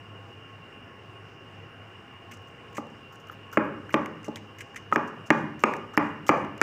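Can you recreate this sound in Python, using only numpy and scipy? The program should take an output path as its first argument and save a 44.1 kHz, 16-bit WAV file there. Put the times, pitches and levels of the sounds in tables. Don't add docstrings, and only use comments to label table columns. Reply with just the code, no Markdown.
import sys
import numpy as np
from scipy import signal
from scipy.fft import rfft, irfft
from scipy.io import wavfile
from scipy.ndimage import uniform_filter1d, minimum_filter1d

SR = 44100
rng = np.random.default_rng(int(sys.argv[2]) if len(sys.argv) > 2 else 0)


def output_pcm(signal):
    pcm = np.clip(np.atleast_2d(signal).T, -1, 1) * 32767
    wavfile.write(sys.argv[1], SR, np.round(pcm).astype(np.int16))


def elevation(decibels):
    levels = np.asarray(decibels, float)
    return 10 ** (levels / 20)


N = 291942

# [f/Hz, density/dB per Hz]
WASH_SPECTRUM = [(25, -21), (70, -20.5), (100, -8), (200, -13.5), (470, -11), (580, -17), (1400, -14),
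                 (2680, -20), (2850, -13.5), (3150, -26), (4200, -28), (5000, -25), (9000, -37),
                 (16000, -70)]
# [f/Hz, level/dB rms]
MOTOR_TONES = [(102, -64), (533, -75), (678, -70.5), (808, -70.5), (1087, -62.5), (1637, -91), (1723, -70),
               (2444, -70.5), (2525, -92), (2762, -61), (2853, -59), (2940, -68.5), (3068, -71),
               (4940, -72), (5486, -71)]
WASH_DB, FLUTTER_DB = -52.5, 1.73
TONE_WIDTH = 0.017

# [f/Hz, gain/dB]
MIC_RESPONSE = [(30, 1.5), (95, 8.5), (3000, -0.5), (4200, -9), (4900, -9.5), (9000, -7.5), (13500, 3),
                (15200, 2.5), (16300, -30)]
PORT_HZ, PORT_Q, PORT_DB = 15300, 12, -85.5
CEILING = 0.88

# [f/Hz, t60/s]
ROOM_T60 = [(100, 1.34), (260, 0.74), (700, 0.5436), (1840, 0.6746), (4850, 0.5), (12000, 0.14)]
# [f/Hz, level/dB]
ROOM_COLOUR = [(100, 9), (260, 5.5), (600, 6.5), (1400, -1), (2300, -8.5), (3200, 0.5), (4850, 9),
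               (12000, -2.5)]
ROOM_DB, ROOM_GAP_S, ROOM_RISE_S = -2, 0.011, 0.0044
SPOTS = 3

# [t/s, level/dB, mist/dB re level]
SMACKS = [(2.37, -42.5, -30), (2.728, -45, -14), (2.422, -54, -8), (2.487, -55, -6), (2.868, -47, -22),
          (2.9, -50, -30), (3.156, -40, -20), (3.27, -45, -21), (3.208, -58, -11), (3.285, -48, -4),
          (3.344, -54, -12), (3.515, -43, -19), (3.648, -63, 6), (4.23, -42, -25), (4.358, -26, -23),
          (5.259, -44, -24), (5.593, -35.5, -16), (5.753, -50, -10), (5.765, -36.5, -30),
          (6.577, -36.5, -37), (6.605, -42, -13)]
SMACK_S, SMACK_HOLLOW_HZ, SMACK_HOLLOW_DB = 0.0041, 1510, 3
# [t/s, level/dB, hollow f/Hz, hollow/dB re level]
POCKETS = [(3.297, -48, 1270, 31.5), (3.538, -65, 1340, 25), (3.893, -40.5, 1400, 23),
           (3.9415, -30.5, 3100, 27), (4.059, -30.5, 1930, 16), (4.358, -38, 3600, 24.5),
           (4.745, -41.5, 1770, 17), (4.916, -40, 1300, 22), (5.737, -29.5, 1830, 22.5),
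           (5.748, -61, 1250, 14), (6.266, -33, 3000, 14), (6.4475, -41, 1260, 26)]
POCKET_S, POCKET_MIST_DB = 0.0024, -14.5
# [t/s, level/dB, hollow/dB re level, mist/dB re level]
SQUELCHES = [(2.3327, -39, 4, -34), (2.4687, -47, 3, -14), (3.1215, -45.5, 13, -7.5), (3.143, -50, 15, -18),
             (3.1966, -43.5, -13, -16), (3.313, -46, 14, -5), (3.5253, -35.5, 16.5, -5),
             (3.551, -41, 9, -18), (3.923, -34.5, 5, -19), (4.254, -37, -2, -19), (4.929, -31, -6, -16),
             (5.073, -40, -6, -16), (5.263, -35.5, -3, -29), (5.599, -36.5, -10, -16), (5.615, -44, 4, -3),
             (5.934, -38.5, 17.5, -13), (6.2637, -28, 0, -20)]
SQUELCH_S, SQUELCH_HOLLOW_HZ = 0.019, 1300
# [t/s, level/dB, hollow/dB re level, mist/dB re level]
TEARS = [(2.311, -35, 9.5, -11), (2.747, -34.5, 10.5, -25), (2.7674, -28, 10, -18), (3.903, -40, 16.5, -7),
         (4.241, -33, 9, -24), (4.363, -35.5, 12.5, -18), (4.584, -35.5, 10, -10), (4.604, -29, 15, -29),
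         (4.758, -30.5, 14.5, -38), (6.278, -24, 4.5, -11)]
TEAR_S, TEAR_HOLLOW_HZ = 0.016, 2050
# [t/s, level/dB, mist/dB re level]
SPLASHES = [(2.7814, -52, -21), (3.5728, -31.5, -21), (3.9423, -25, -40), (4.2828, -36.5, -14),
            (4.959, -25, -13), (5.3035, -17.5, -13), (5.637, -17, -11), (5.9707, -25.5, -39),
            (5.9766, -24, 0), (6.2917, -15.5, -41), (6.6144, -12.5, -82)]
SPLASH_S, SPLASH_HOLLOW_HZ, SPLASH_HOLLOW_DB = 0.0017, 5160, 13.5
SPRAY_HZ, SPRAY_Q, FINE_HZ, FINE_Q = 6220, 2.13, 11600, 1.1
HOLLOW_Q, HOLLOW_DB = 2.23, -13.5
POP_SCATTER_DB, POP_CAP = 3.2, 3.5
WORKED_FROM_S, OOZE_REST_DB, SLUMP_DB, SLUMP_S = 2.27, -85, -32, 0.08
WET_ROOM_DB, SPLASH_ROOM_DB = -17, -16.5

# [t/s, knock/dB, bowl/dB re knock, pestle/dB re knock, stone/dB re knock]
BLOWS = [(2.7822, -27.5, 3, -0.5, -32), (3.573, -6, -6, -18, -15), (3.9422, -7, -5.5, -10, -16.5),
         (4.282, -29.5, 7.5, -20, -37), (4.9251, -23.5, 0, 11.5, -6.5), (4.96, -7, -9, -16, -17),
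         (5.3046, -4, -5.5, -8.5, -11.5), (5.638, -6, -11, -3.5, -11.5), (5.976, -3.5, -12.5, -13.5, -17),
         (6.2926, -2, -9.5, -7, -15), (6.6152, -4, -11.5, -37, -12)]
# [f/Hz, level/dB, t60/s]
BOWL_MODES = [(166, -11, 0.11), (233.6, -1.5, 0.068), (304, 0.5, 0.064), (428.5, -2, 0.034),
              (513, -5, 0.014), (595, 7, 0.016), (847, -11.5, 0.11)]
# [f/Hz, level/dB, t60/s]
PESTLE_MODES = [(960, -10, .025), (1232, 0, .034), (1340, -9, .03), (1750, -13, .012)]
# [f/Hz, level/dB, t60/s]
STONE_MODES = [(2379, -6, 0.041), (2450, -20.5, 0.48), (4850, -43, .012)]
KNOCK_HZ, KNOCK_HZ_PER_DB, KNOCK_CYCLES = 1650, 28, 0.58
KNOCK_LEAD_S = 0.002
RING_LAG_S = 0.0021
BOWL_RISE_S, RING_RISE_S = 0.0033, 0.00017
MODE_SCATTER_DB, MODE_DETUNE = 1.5, 0.015
STONE_STEADY = 0.2
CRUSH_DB, CRUSH_S, CRUSH_TOP_HZ = 7.5, 0.0037, 2533
BASS_CUT_HZ = 273
RING_ROOM_DB = -8
BOWL_ROOM_DB = -10
HARD_ROOM_SHARE = 0.1


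def along(table, hz):
    f, v = np.transpose(table)
    return np.interp(np.log(np.maximum(hz, 1)), np.log(f), v)


def level(x, db):
    return x * elevation(db) / np.sqrt(np.mean(x ** 2))


def add(out, x, s):
    i = int(s * SR)
    out[i:i + len(x)] += x[:len(out) - i]


def octaves(size, step):
    hz = 30 * 2 ** np.arange(0, 9.5, step)
    f = np.maximum(np.fft.rfftfreq(size, 1 / SR), 1)
    distance = np.log2(f / hz[:, None]) / step
    share = np.cos(np.pi / 2 * np.clip(distance, -1, 1)) ** 2
    return hz, irfft(rfft(rng.standard_normal(size)) * share, size)


def resonate(x, hz, q):
    b, a = signal.iirpeak(hz, q, fs=SR)
    y = signal.lfilter(b, a, signal.lfilter(b, a, x))
    return y / np.abs(y).max()


def motor():
    f = np.fft.rfftfreq(N, 1 / SR)
    _, bands = octaves(N, 0.505)
    hold = SR // 12
    steps = np.repeat(rng.standard_normal((len(bands), N // hold + 1)), hold, axis=1)[:, :N]
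    flutter = elevation(FLUTTER_DB * uniform_filter1d(steps, hold, axis=1))
    air = (bands * flutter).sum(axis=0)
    out = level(irfft(rfft(air) * elevation(along(WASH_SPECTRUM, f)), N), WASH_DB)
    for hz, db in MOTOR_TONES:
        width = TONE_WIDTH * hz + 4
        peak = 1 / (1 + (2 * (f - hz) / width) ** 2)
        out += level(irfft(rfft(rng.standard_normal(N)) * peak, N), db)
    return out


def port_hiss():
    return level(resonate(rng.standard_normal(N), PORT_HZ, PORT_Q), PORT_DB)


def room():
    t = np.arange(SR) / SR
    hz, bands = octaves(SR, 0.5)
    fade_db = along(ROOM_COLOUR, hz)[:, None] - 60 * t / along(ROOM_T60, hz)[:, None]
    late = np.maximum(t - ROOM_GAP_S, 0)
    echo = (bands * elevation(fade_db)).sum(axis=0) * (1 - np.exp(-late / ROOM_RISE_S))
    return elevation(ROOM_DB) * echo / np.sqrt(np.sum(echo ** 2))


def film(rows, size, hold=48):
    pops = np.repeat(rng.exponential(size=(rows, size // hold + 1)), hold, axis=1)[:, :size]
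    return rng.standard_normal((rows, size)) * elevation(POP_SCATTER_DB * np.minimum(pops, POP_CAP))


def ooze():
    t = np.arange(N) / SR
    swell = elevation(OOZE_REST_DB) * (t > WORKED_FROM_S)
    for s, db, _ in SPLASHES:
        u = np.maximum(t - s, 0) / SLUMP_S
        swell += elevation(db + SLUMP_DB) * u ** 2 * np.exp(-u ** 2)
    return swell * level(resonate(film(1, N)[0], SPRAY_HZ, SPRAY_Q), 0)


def burst_films(events):
    out, size = np.zeros(N), 4096
    t = np.arange(size) / SR
    for (s, db, length_s, hollow_hz, hollow_db, mist_db), pops in zip(events, film(len(events), size)):
        u = 3 * t / length_s
        burst = pops * u * np.exp(-u)
        spray = resonate(burst, SPRAY_HZ, SPRAY_Q)
        mist = elevation(mist_db) * resonate(burst, FINE_HZ, FINE_Q)
        hollow = elevation(hollow_db + HOLLOW_DB) * resonate(burst, hollow_hz, HOLLOW_Q)
        add(out, elevation(db) * (spray + mist + hollow), s)
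    return out


def mash():
    wet = [(s, db, SMACK_S, SMACK_HOLLOW_HZ, SMACK_HOLLOW_DB, mist) for s, db, mist in SMACKS]
    wet += [(s, db, POCKET_S, hz, hollow, POCKET_MIST_DB) for s, db, hz, hollow in POCKETS]
    wet += [(s, db, SQUELCH_S, SQUELCH_HOLLOW_HZ, *rest) for s, db, *rest in SQUELCHES]
    wet += [(s, db, TEAR_S, TEAR_HOLLOW_HZ, *rest) for s, db, *rest in TEARS]
    return burst_films(wet)


def splashes():
    return burst_films([(s, db, SPLASH_S, SPLASH_HOLLOW_HZ, SPLASH_HOLLOW_DB, mist)
                        for s, db, mist in SPLASHES])


def ring(modes, t, rise_s, chance):
    hz, db, t60 = np.transpose(modes)[:, :, None]
    db = db + MODE_SCATTER_DB * chance[:len(modes), None]
    hz = hz * (1 + MODE_DETUNE * chance[-len(modes):, None])
    waves = elevation(db) * np.sin(2 * np.pi * hz * t) * 1000. ** (-t / t60)
    return waves.sum(axis=0) * (1 - np.exp(-t / rise_s))


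def crushed_grit(after):
    dull = signal.butter(8, CRUSH_TOP_HZ, fs=SR, output="sos")
    grit = signal.sosfilt(dull, rng.standard_normal((len(BLOWS), len(after))))
    return level(grit, CRUSH_DB) * np.exp(-after / CRUSH_S) * (1 - np.exp(-after / RING_RISE_S))


def blows():
    out, t = np.zeros((1 + SPOTS, N)), np.arange(SR // 4) / SR
    after = np.maximum(t - RING_LAG_S, 0)
    chances = rng.standard_normal((len(BLOWS), 3, 12))
    crushes = crushed_grit(after)
    for k, (s, db, bowl_db, pestle_db, stone_db) in enumerate(BLOWS):
        chance = chances[k]
        turns = (KNOCK_HZ + KNOCK_HZ_PER_DB * db) * (t - KNOCK_LEAD_S)
        knock = np.cos(2 * np.pi * turns - 0.7) * np.exp(-(turns / KNOCK_CYCLES) ** 2)
        bowl = elevation(bowl_db) * ring(BOWL_MODES, after, BOWL_RISE_S, chance[0])
        pestle = elevation(pestle_db) * ring(PESTLE_MODES, after, RING_RISE_S, chance[1])
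        stone = ring(STONE_MODES, after, RING_RISE_S, STONE_STEADY * chance[2])
        body = pestle + elevation(stone_db) * (stone + crushes[k])
        near = knock + body + bowl
        far = knock + elevation(RING_ROOM_DB) * body + elevation(BOWL_ROOM_DB) * bowl
        add(out[0], elevation(db) * near, s - KNOCK_LEAD_S)
        add(out[1 + k % SPOTS], elevation(db * (1 + HARD_ROOM_SHARE)) * far, s - KNOCK_LEAD_S)
    return signal.sosfilt(signal.butter(2, BASS_CUT_HZ, "high", fs=SR, output="sos"), out)


def scene():
    background = motor() + port_hiss()
    wet, splash = mash(), splashes()
    hard, *sends = blows()
    sends[0] = sends[0] + elevation(WET_ROOM_DB) * wet + elevation(SPLASH_ROOM_DB) * splash
    echo = sum(signal.fftconvolve(send, room())[:N] for send in sends)
    return (background + echo + ooze() + wet + splash + hard)[None]


def microphone(dry):
    size = 2048
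    cepstrum = irfft(np.log(elevation(along(MIC_RESPONSE, np.fft.rfftfreq(size, 1 / SR)))))
    cepstrum[1:size // 2] *= 2
    cepstrum[size // 2 + 1:] = 0
    response = irfft(np.exp(rfft(cepstrum)))
    return signal.fftconvolve(dry, response[None], axes=1)[:, :N]


def limit(x, size=96):
    gain = minimum_filter1d(CEILING / np.maximum(np.abs(x), CEILING), size * 2, axis=1)
    return x * uniform_filter1d(gain, size, axis=1)


def roll_off(x):
    return signal.sosfilt(signal.butter(12, 16430, fs=SR, output="sos"), x)


def record(dry):
    return roll_off(limit(microphone(dry)))


dry = scene()
out = record(dry)
output_pcm(out)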